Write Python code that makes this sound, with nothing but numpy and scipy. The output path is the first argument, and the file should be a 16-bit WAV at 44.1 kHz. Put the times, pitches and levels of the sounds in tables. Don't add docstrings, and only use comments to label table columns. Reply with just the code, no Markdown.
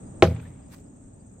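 import sys
import numpy as np
from scipy import signal
from scipy.io import wavfile

SR = 44100
rng = np.random.default_rng(int(sys.argv[2]) if len(sys.argv) > 2 else 0)


def voltage_ratio(level):
    return 10 ** (np.asarray(level, float) / 20)


def waveform_to_disk(signal):
    frames = np.transpose(np.atleast_2d(signal))
    scaled = np.clip(frames, -1, 1) * 32767
    samples = np.round(scaled).astype(np.int16)
    wavfile.write(sys.argv[1], SR, samples)


N = 61739
TIME = np.arange(N) / SR

# [t/s, level/dB, softness cut-off f/Hz]
CONTACTS = [
    (.2228, -30, 3000),
    (.2245, 0, 3000),
    (.2281, -2.3, 3000),
    (.2336, -19.5, 3000),
]
# [f/Hz, level/dB]
YARD_COLOUR = [(180, -36.5), (300, -20.5), (395, -10), (828, -12.5), (999, -16), (2430, -17.5), (6000, -41),
               (7800, -71), (13200, -120)]
# [f/Hz, likeness]
FAR_LIKENESS = [(60, 0.95), (180, 1), (550, -0.16), (1650, -0.34), (4970, 0.22), (15000, 0.24)]
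SLAP_LIKENESS = [(300, 0.67), (2000, 0.37), (6000, .1), (15000, .1)]


def at_hz(points, hz):
    f, value = np.transpose(points)
    return np.interp(np.log(hz), np.log(f), value)


def left_right(db):
    return voltage_ratio(db * np.array([[.5], [-.5]]))


def drift(rate):
    knots = rng.standard_normal(200)
    return np.interp(TIME * rate, np.arange(200), knots)


def impulse(s):
    return 1. * (np.arange(N) == int(s * SR))


def ring(drive, hz, t60):
    r = voltage_ratio(-60 / (t60 * SR))
    w = 2 * np.pi * hz / SR
    return signal.lfilter([0, np.sin(w)], [1, -2 * r * np.cos(w), r * r], drive + 1e-18)


def dull(x, hz):
    return signal.sosfilt(signal.butter(2, min(hz, 18000), fs=SR, output="sos"), x)


def bands(spectrum, likeness, patchy_db, grainy=False, shape=None, count=16):
    edges = np.geomspace(spectrum[0][0], min(spectrum[-1][0], 18000), count + 1)
    white = rng.standard_normal((2, 2, N))
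    if grainy:
        grains_per_s, spread_db = 5000, 2.5
        size = voltage_ratio(spread_db * np.minimum(rng.exponential(1, N), 4))
        struck = rng.random(N) < grains_per_s / SR
        white = white * size * struck + 0.23 * white
    out, power = 0, 0
    for k, (low, high) in enumerate(zip(edges, edges[1:])):
        band_pass = signal.butter(2, [low, high], "band", fs=SR, output="sos")
        mid, side = signal.sosfilt(band_pass, white[k % 2])
        hz = np.sqrt(low * high)
        alike = np.clip(at_hz(likeness, hz), -1, 1)
        stereo = np.sqrt(1 + alike) * mid + np.sqrt(1 - alike) * side * [[1], [-1]]
        band = voltage_ratio(at_hz(spectrum, hz) + patchy_db * drift(25)) * stereo
        power += np.mean(band ** 2)
        out = out + band * (1 if shape is None else shape(hz))
    return out / np.sqrt(power)


def dying(t60, rise_s):
    age = np.maximum(TIME - CONTACTS[1][0], 0)
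    return (1 - np.exp(-age / rise_s)) * voltage_ratio(-60 * age / t60)


def board():
    # [f/Hz, level/dB, t60/s]
    panel = [(250.3, -8.5, .2), (250.5, -11.5, .29), (325.8, -14.3, .08), (352.1, -6.3, .086),
             (407.7, -2.5, .214), (460.1, -7.4, .058), (510.3, -13.2, .107), (555.6, -17.7, .11),
             (649.9, -5.4, .087), (807, -16.8, .091), (974.6, -16, .105), (1260, -20.6, .11),
             (1519, -20, .1), (2100, -20, .07)]
    panel_sense = [-1, 1, 1, 1, -1, -1, 1, -1, -1, 1, -1, -1, 1, 1]
    # [t/s, level/dB, f/Hz, t60/s]
    crack = [
        (.2240, 1.5, 2423, 0.0024),
        (0.2243, -9.5, 3880, 0.0041),
        (0.2241, -11.5, 3500, 0.0027),
    ]
    push = np.zeros(N)
    for s, db, hz in CONTACTS:
        push += dull(voltage_ratio(db) * impulse(s), hz)
    out = np.zeros(N)
    for (hz, db, t60), sense in zip(panel, panel_sense):
        out += sense * voltage_ratio(db) * ring(push, hz, t60)
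    for s, db, hz, t60 in crack:
        out -= voltage_ratio(db) * ring(impulse(s), hz, t60)
    bass_cut_hz = 170
    return signal.sosfilt(signal.butter(2, bass_cut_hz, "high", fs=SR, output="sos"), out)


def hollow_box():
    # [f/Hz, level/dB, t60/s, start t/s]
    booms = [(80.1, -13.5, .37, .2289), (87.1, -10.3, .47, .2243), (90.5, -33, 1.4, .2239),
             (114.1, -10.7, .37, .2278), (118.3, -17.5, .54, .2289), (163.8, -13.7, .46, .2255),
             (195.4, -19, .36, .2249)]
    boom_sense = [-1, -1, -1, -1, 1, 1, 1]
    boom_pan = [.5, -0.49, .1, .4, -.6, .3, .2]
    swell_s, level_db = .007, -0.67
    out = np.zeros((2, N))
    for (hz, db, t60, s), sense, pan_db in zip(booms, boom_sense, boom_pan):
        age = np.maximum(TIME - s, 0)
        level = voltage_ratio(db - 60 * age / t60) * (1 - np.exp(-age / swell_s))
        out += sense * level * left_right(pan_db) * np.sin(2 * np.pi * hz * age)
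    return voltage_ratio(level_db) * out


def yard(slap):
    # [delay t/s, level/dB, cut-off f/Hz, left over right level/dB]
    echoes = [
        (.05, -29.5, 4912, -4),
        (.085, -28, 795, 1.5),
        (0.141, -45, 1000, 1),
    ]
    # [f/Hz, level/dB]
    splash = [(400, -18), (800, -17), (1200, -13), (2000, -21), (4500, -35.5), (9500, -45), (12000, -49.5),
              (16000, -42)]
    # [f/Hz, t60/s]
    splash_t60 = [(300, 0.52), (1000, 0.084), (3000, .14), (6000, 0.19), (15000, 0.095)]
    splash_db, late_db, late_t60_s = -13, -40.5, 0.93
    out = np.zeros((2, N))
    for delay, db, hz, pan_db in echoes:
        lag = int(delay * SR)
        out[:, lag:] += voltage_ratio(db) * left_right(pan_db) * dull(slap, hz)[:N - lag]

    def fade(hz):
        return dying(at_hz(splash_t60, hz), 0.00081)

    out += voltage_ratio(splash_db) * bands(splash, SLAP_LIKENESS, 3.1, shape=fade)
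    late = dying(late_t60_s, 0.026) * bands(YARD_COLOUR, SLAP_LIKENESS, 1.6, count=10)
    return out + voltage_ratio(late_db) * late


def rustle(rows, spectrum):
    swell = np.zeros(N)
    for s, db, rise, fall in rows:
        spread = np.where(TIME < s, rise, fall)
        swell += voltage_ratio(db) * np.exp(-.5 * ((TIME - s) / spread) ** 2)
    return swell * bands(spectrum, SLAP_LIKENESS, 1.5, grainy=True, count=12)


def sliding_bag():
    # [peak t/s, level/dB, rise t/s, fall t/s]
    shifts = [
        (.272, -52, .01, 0.006),
        (.295, -63.5, .015, 0.031),
        (.306, -56.5, .003, 0.0033),
        (.329, -63, .002, 0.0026),
        (.338, -63.5, .002, 0.0018),
        (.435, -67, .025, .022),
        (.49, -77.5, .03, .04),
    ]
    scuffs = [
        (.365, -45.5, 0.0033, 0.0038),
        (.398, -48, 0.0018, 0.0076),
        (.46, -53, 0.013, 0.021),
        (.59, -64, 0.025, 0.084),
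    ]
    landing = [
        (.722, -57, 0.017, 0.015),
        (.738, -48, 0.0086, 0.0077),
        (.765, -59, 0.023, .03),
    ]
    # [f/Hz, level/dB]
    filling = [(1000, -6.5), (3000, -8), (9000, -9), (11500, 18.5), (15500, 6)]
    grass = [(410, -18), (700, -5), (2120, -0.5), (3130, -8.5), (3520, -2.5), (8550, -8.5), (10000, -9),
             (11700, -2.5), (15800, -11)]
    return rustle(shifts, filling) + rustle(scuffs, YARD_COLOUR[2:-1]) + rustle(landing, grass)


def knocks():
    # [t/s, level/dB, f/Hz, t60/s, left over right level/dB]
    lumps = [(0.2505, -23.5, 1460, 0.024, -2), (0.272, -32.5, 1250, 0.015, 12),
             (0.2756, -37.5, 2460, 0.012, .5), (.302, -39, 2500, 0.013, 3), (.308, -46, 1600, 0.014, 7),
             (0.313, -42, 2200, .012, 5), (.346, -53, 1830, 0.023, .5), (0.362, -57, 2300, 0.021, 3),
             (0.395, -47.5, 2510, 0.022, .5), (0.398, -62, 3350, 0.013, -1), (.428, -49.5, 1470, .02, .5),
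             (.453, -46, 1790, 0.044, .5), (0.462, -54, 2200, .03, -3.5), (0.739, -50.5, 1100, 0.014, 2),
             (.731, -54, 1900, 0.027, 2.5)]
    push_s, length = .0025, 400
    fade = np.exp(-np.arange(length) / SR / push_s)
    out = np.zeros((2, N))
    for s, db, hz, t60, pan_db in lumps:
        start = int(s * SR)
        push = np.zeros(N)
        push[start:start + length] = rng.standard_normal(length) * fade
        tone = ring(push, hz, t60)
        out += voltage_ratio(db) * left_right(pan_db) * tone / np.abs(tone).max()
    return out


def cricket(pulses, db, half_s, sag_hz, late_s, pan_db, lead, echo_s, echo_db):
    out = np.zeros(N, complex)
    half = int(half_s * SR)
    u = np.arange(-half, half)
    for s, hz in pulses:
        gain_db, turns = rng.standard_normal(2)
        pitch = hz - sag_hz * ((u / SR + late_s) / half_s) ** 2
        wave = np.exp(2j * np.pi * (np.cumsum(pitch) / SR + turns))
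        stroke = voltage_ratio(gain_db) * np.hanning(len(u)) ** 0.73 * wave
        at = u + int((s + late_s) * SR)
        keep = at < N
        out[at[keep]] += stroke[keep]
    echo = voltage_ratio(echo_db) * np.roll(out, int(echo_s * SR))
    ears = np.array([out * np.exp(1j * lead) + echo, out + 0.31 * echo])
    return voltage_ratio(db) * left_right(pan_db) * np.real(ears)


def crickets():
    # [t/s, top f/Hz]
    steady = [(s, 8290) for s in (0.036, 0.104, 0.163, 0.227, 0.292, 0.353, 0.418, 0.479, 0.54, 0.602, 0.66, 0.724, 0.781, .845, 0.905, .967, 1.025, 1.086, 1.143, 1.206, 1.267, 1.327, 1.389)]
    swooping = [(.039, 8150), (.096, 8200), (.152, 8200), (.209, 8250), (.265, 8300), (.492, 8000),
                (.558, 7960), (.612, 7950), (.665, 8000), (.719, 8020), (.772, 8020), (.828, 8080),
                (.884, 8080), (.941, 8100), (.998, 8090), (1.054, 8100), (1.111, 8120), (1.167, 8070),
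                (1.224, 8090), (1.28, 8180), (1.336, 8180), (1.392, 8220)]
    lower = [(.522, 7610), (.578, 7550), (.635, 7650), (.694, 7580), (.755, 7660), (.818, 7600),
             (.88, 7720), (.944, 7680), (1.008, 7730), (1.073, 7640), (1.132, 7720), (1.195, 7770),
             (1.261, 7680), (1.324, 7780), (1.388, 7780)]
    far = [(.069, 4900), (.21, 5050), (.484, 5000), (.63, 4920), (.671, 4920), (.866, 4930), (1.209, 4780)]
    out = cricket(steady, -54.5, .013, 240, .0005, 3.0, .1, .0195, -6)
    out += cricket(swooping, -59, .012, 600, .003, 2.5, -2.8, .012, -22)
    out += cricket(lower, -59.5, .012, 330, .003, .5, .1, .016, -9)
    return out + cricket(far, -77, .022, 40, 0.00063, -13, 0.27, .02, -20.5)


def buzz():
    hz, strokes_per_s, t60_s, level_db = 6780, 50, 0.0061, -69
    beat = np.cumsum(strokes_per_s * (1 + 0.17 * drift(33))) / SR
    strokes = np.maximum(np.sin(2 * np.pi * beat), 0) ** 3 * voltage_ratio(1.5 * drift(40))
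    tone = ring(ring(strokes * rng.standard_normal(N), hz, t60_s), hz, t60_s)
    tone = tone / np.sqrt(np.mean(tone ** 2) + 1e-20)
    return voltage_ratio(level_db) * np.array([tone, np.roll(tone, 3)])


def chorus():
    # [f/Hz, level/dB]
    song = [(5200, -29.5), (6000, -9), (6800, -2.5), (7600, 0), (8400, 5), (9150, 1.5), (9900, -5)]
    level_db, top_hz = -58, 9900
    steep_cut = signal.cheby2(12, 60, top_hz, fs=SR, output="sos")
    return voltage_ratio(level_db) * signal.sosfilt(steep_cut, bands(song, FAR_LIKENESS, 3.0, count=12))


def traffic():
    # [f/Hz, level/dB]
    rumble = [(15, -51.5), (25, -9.5), (114, -3), (187, -4), (228, -4.5), (365, -17), (436, -14.5),
              (1270, -34), (5200, -55.5), (6760, -74.5), (11400, -120)]
    # [t/s, level/dB]
    loudness = [(0, -41.5), (.5, -41.5), (.9, -42.5), (1.4, -44)]
    level = voltage_ratio(np.interp(TIME, *np.transpose(loudness)))
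    return level * bands(rumble, FAR_LIKENESS, 1.5, count=18)


def hiss():
    # [f/Hz, level/dB]
    colour = [(2000, -3), (5000, -0.5), (8500, -4), (10200, -39.5), (11600, -11), (13000, -2), (16500, -1)]
    return voltage_ratio(-83) * bands(colour, SLAP_LIKENESS, .8, count=16)


def scene():
    slap = board()
    near = np.array([slap, np.roll(slap, -2)]) * left_right(.6)
    event = near + hollow_box() + yard(slap) + sliding_bag() + knocks()
    return event + crickets() + buzz() + chorus() + traffic() + hiss()


def band_limit(x):
    return signal.sosfilt(signal.butter(12, 15930, fs=SR, output="sos"), x)


def record(dry):
    duck_db, duck_s, top = -4, 0.01858, 1.8
    loud = np.maximum.accumulate(np.abs(dry).max(axis=0)) > .3
    r = np.exp(-1 / (duck_s * SR))
    ducked = dry * voltage_ratio(duck_db * signal.lfilter([1 - r], [1, -r], loud))
    return band_limit(top * np.tanh(ducked / top))


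dry = scene()
out = record(dry)
waveform_to_disk(out)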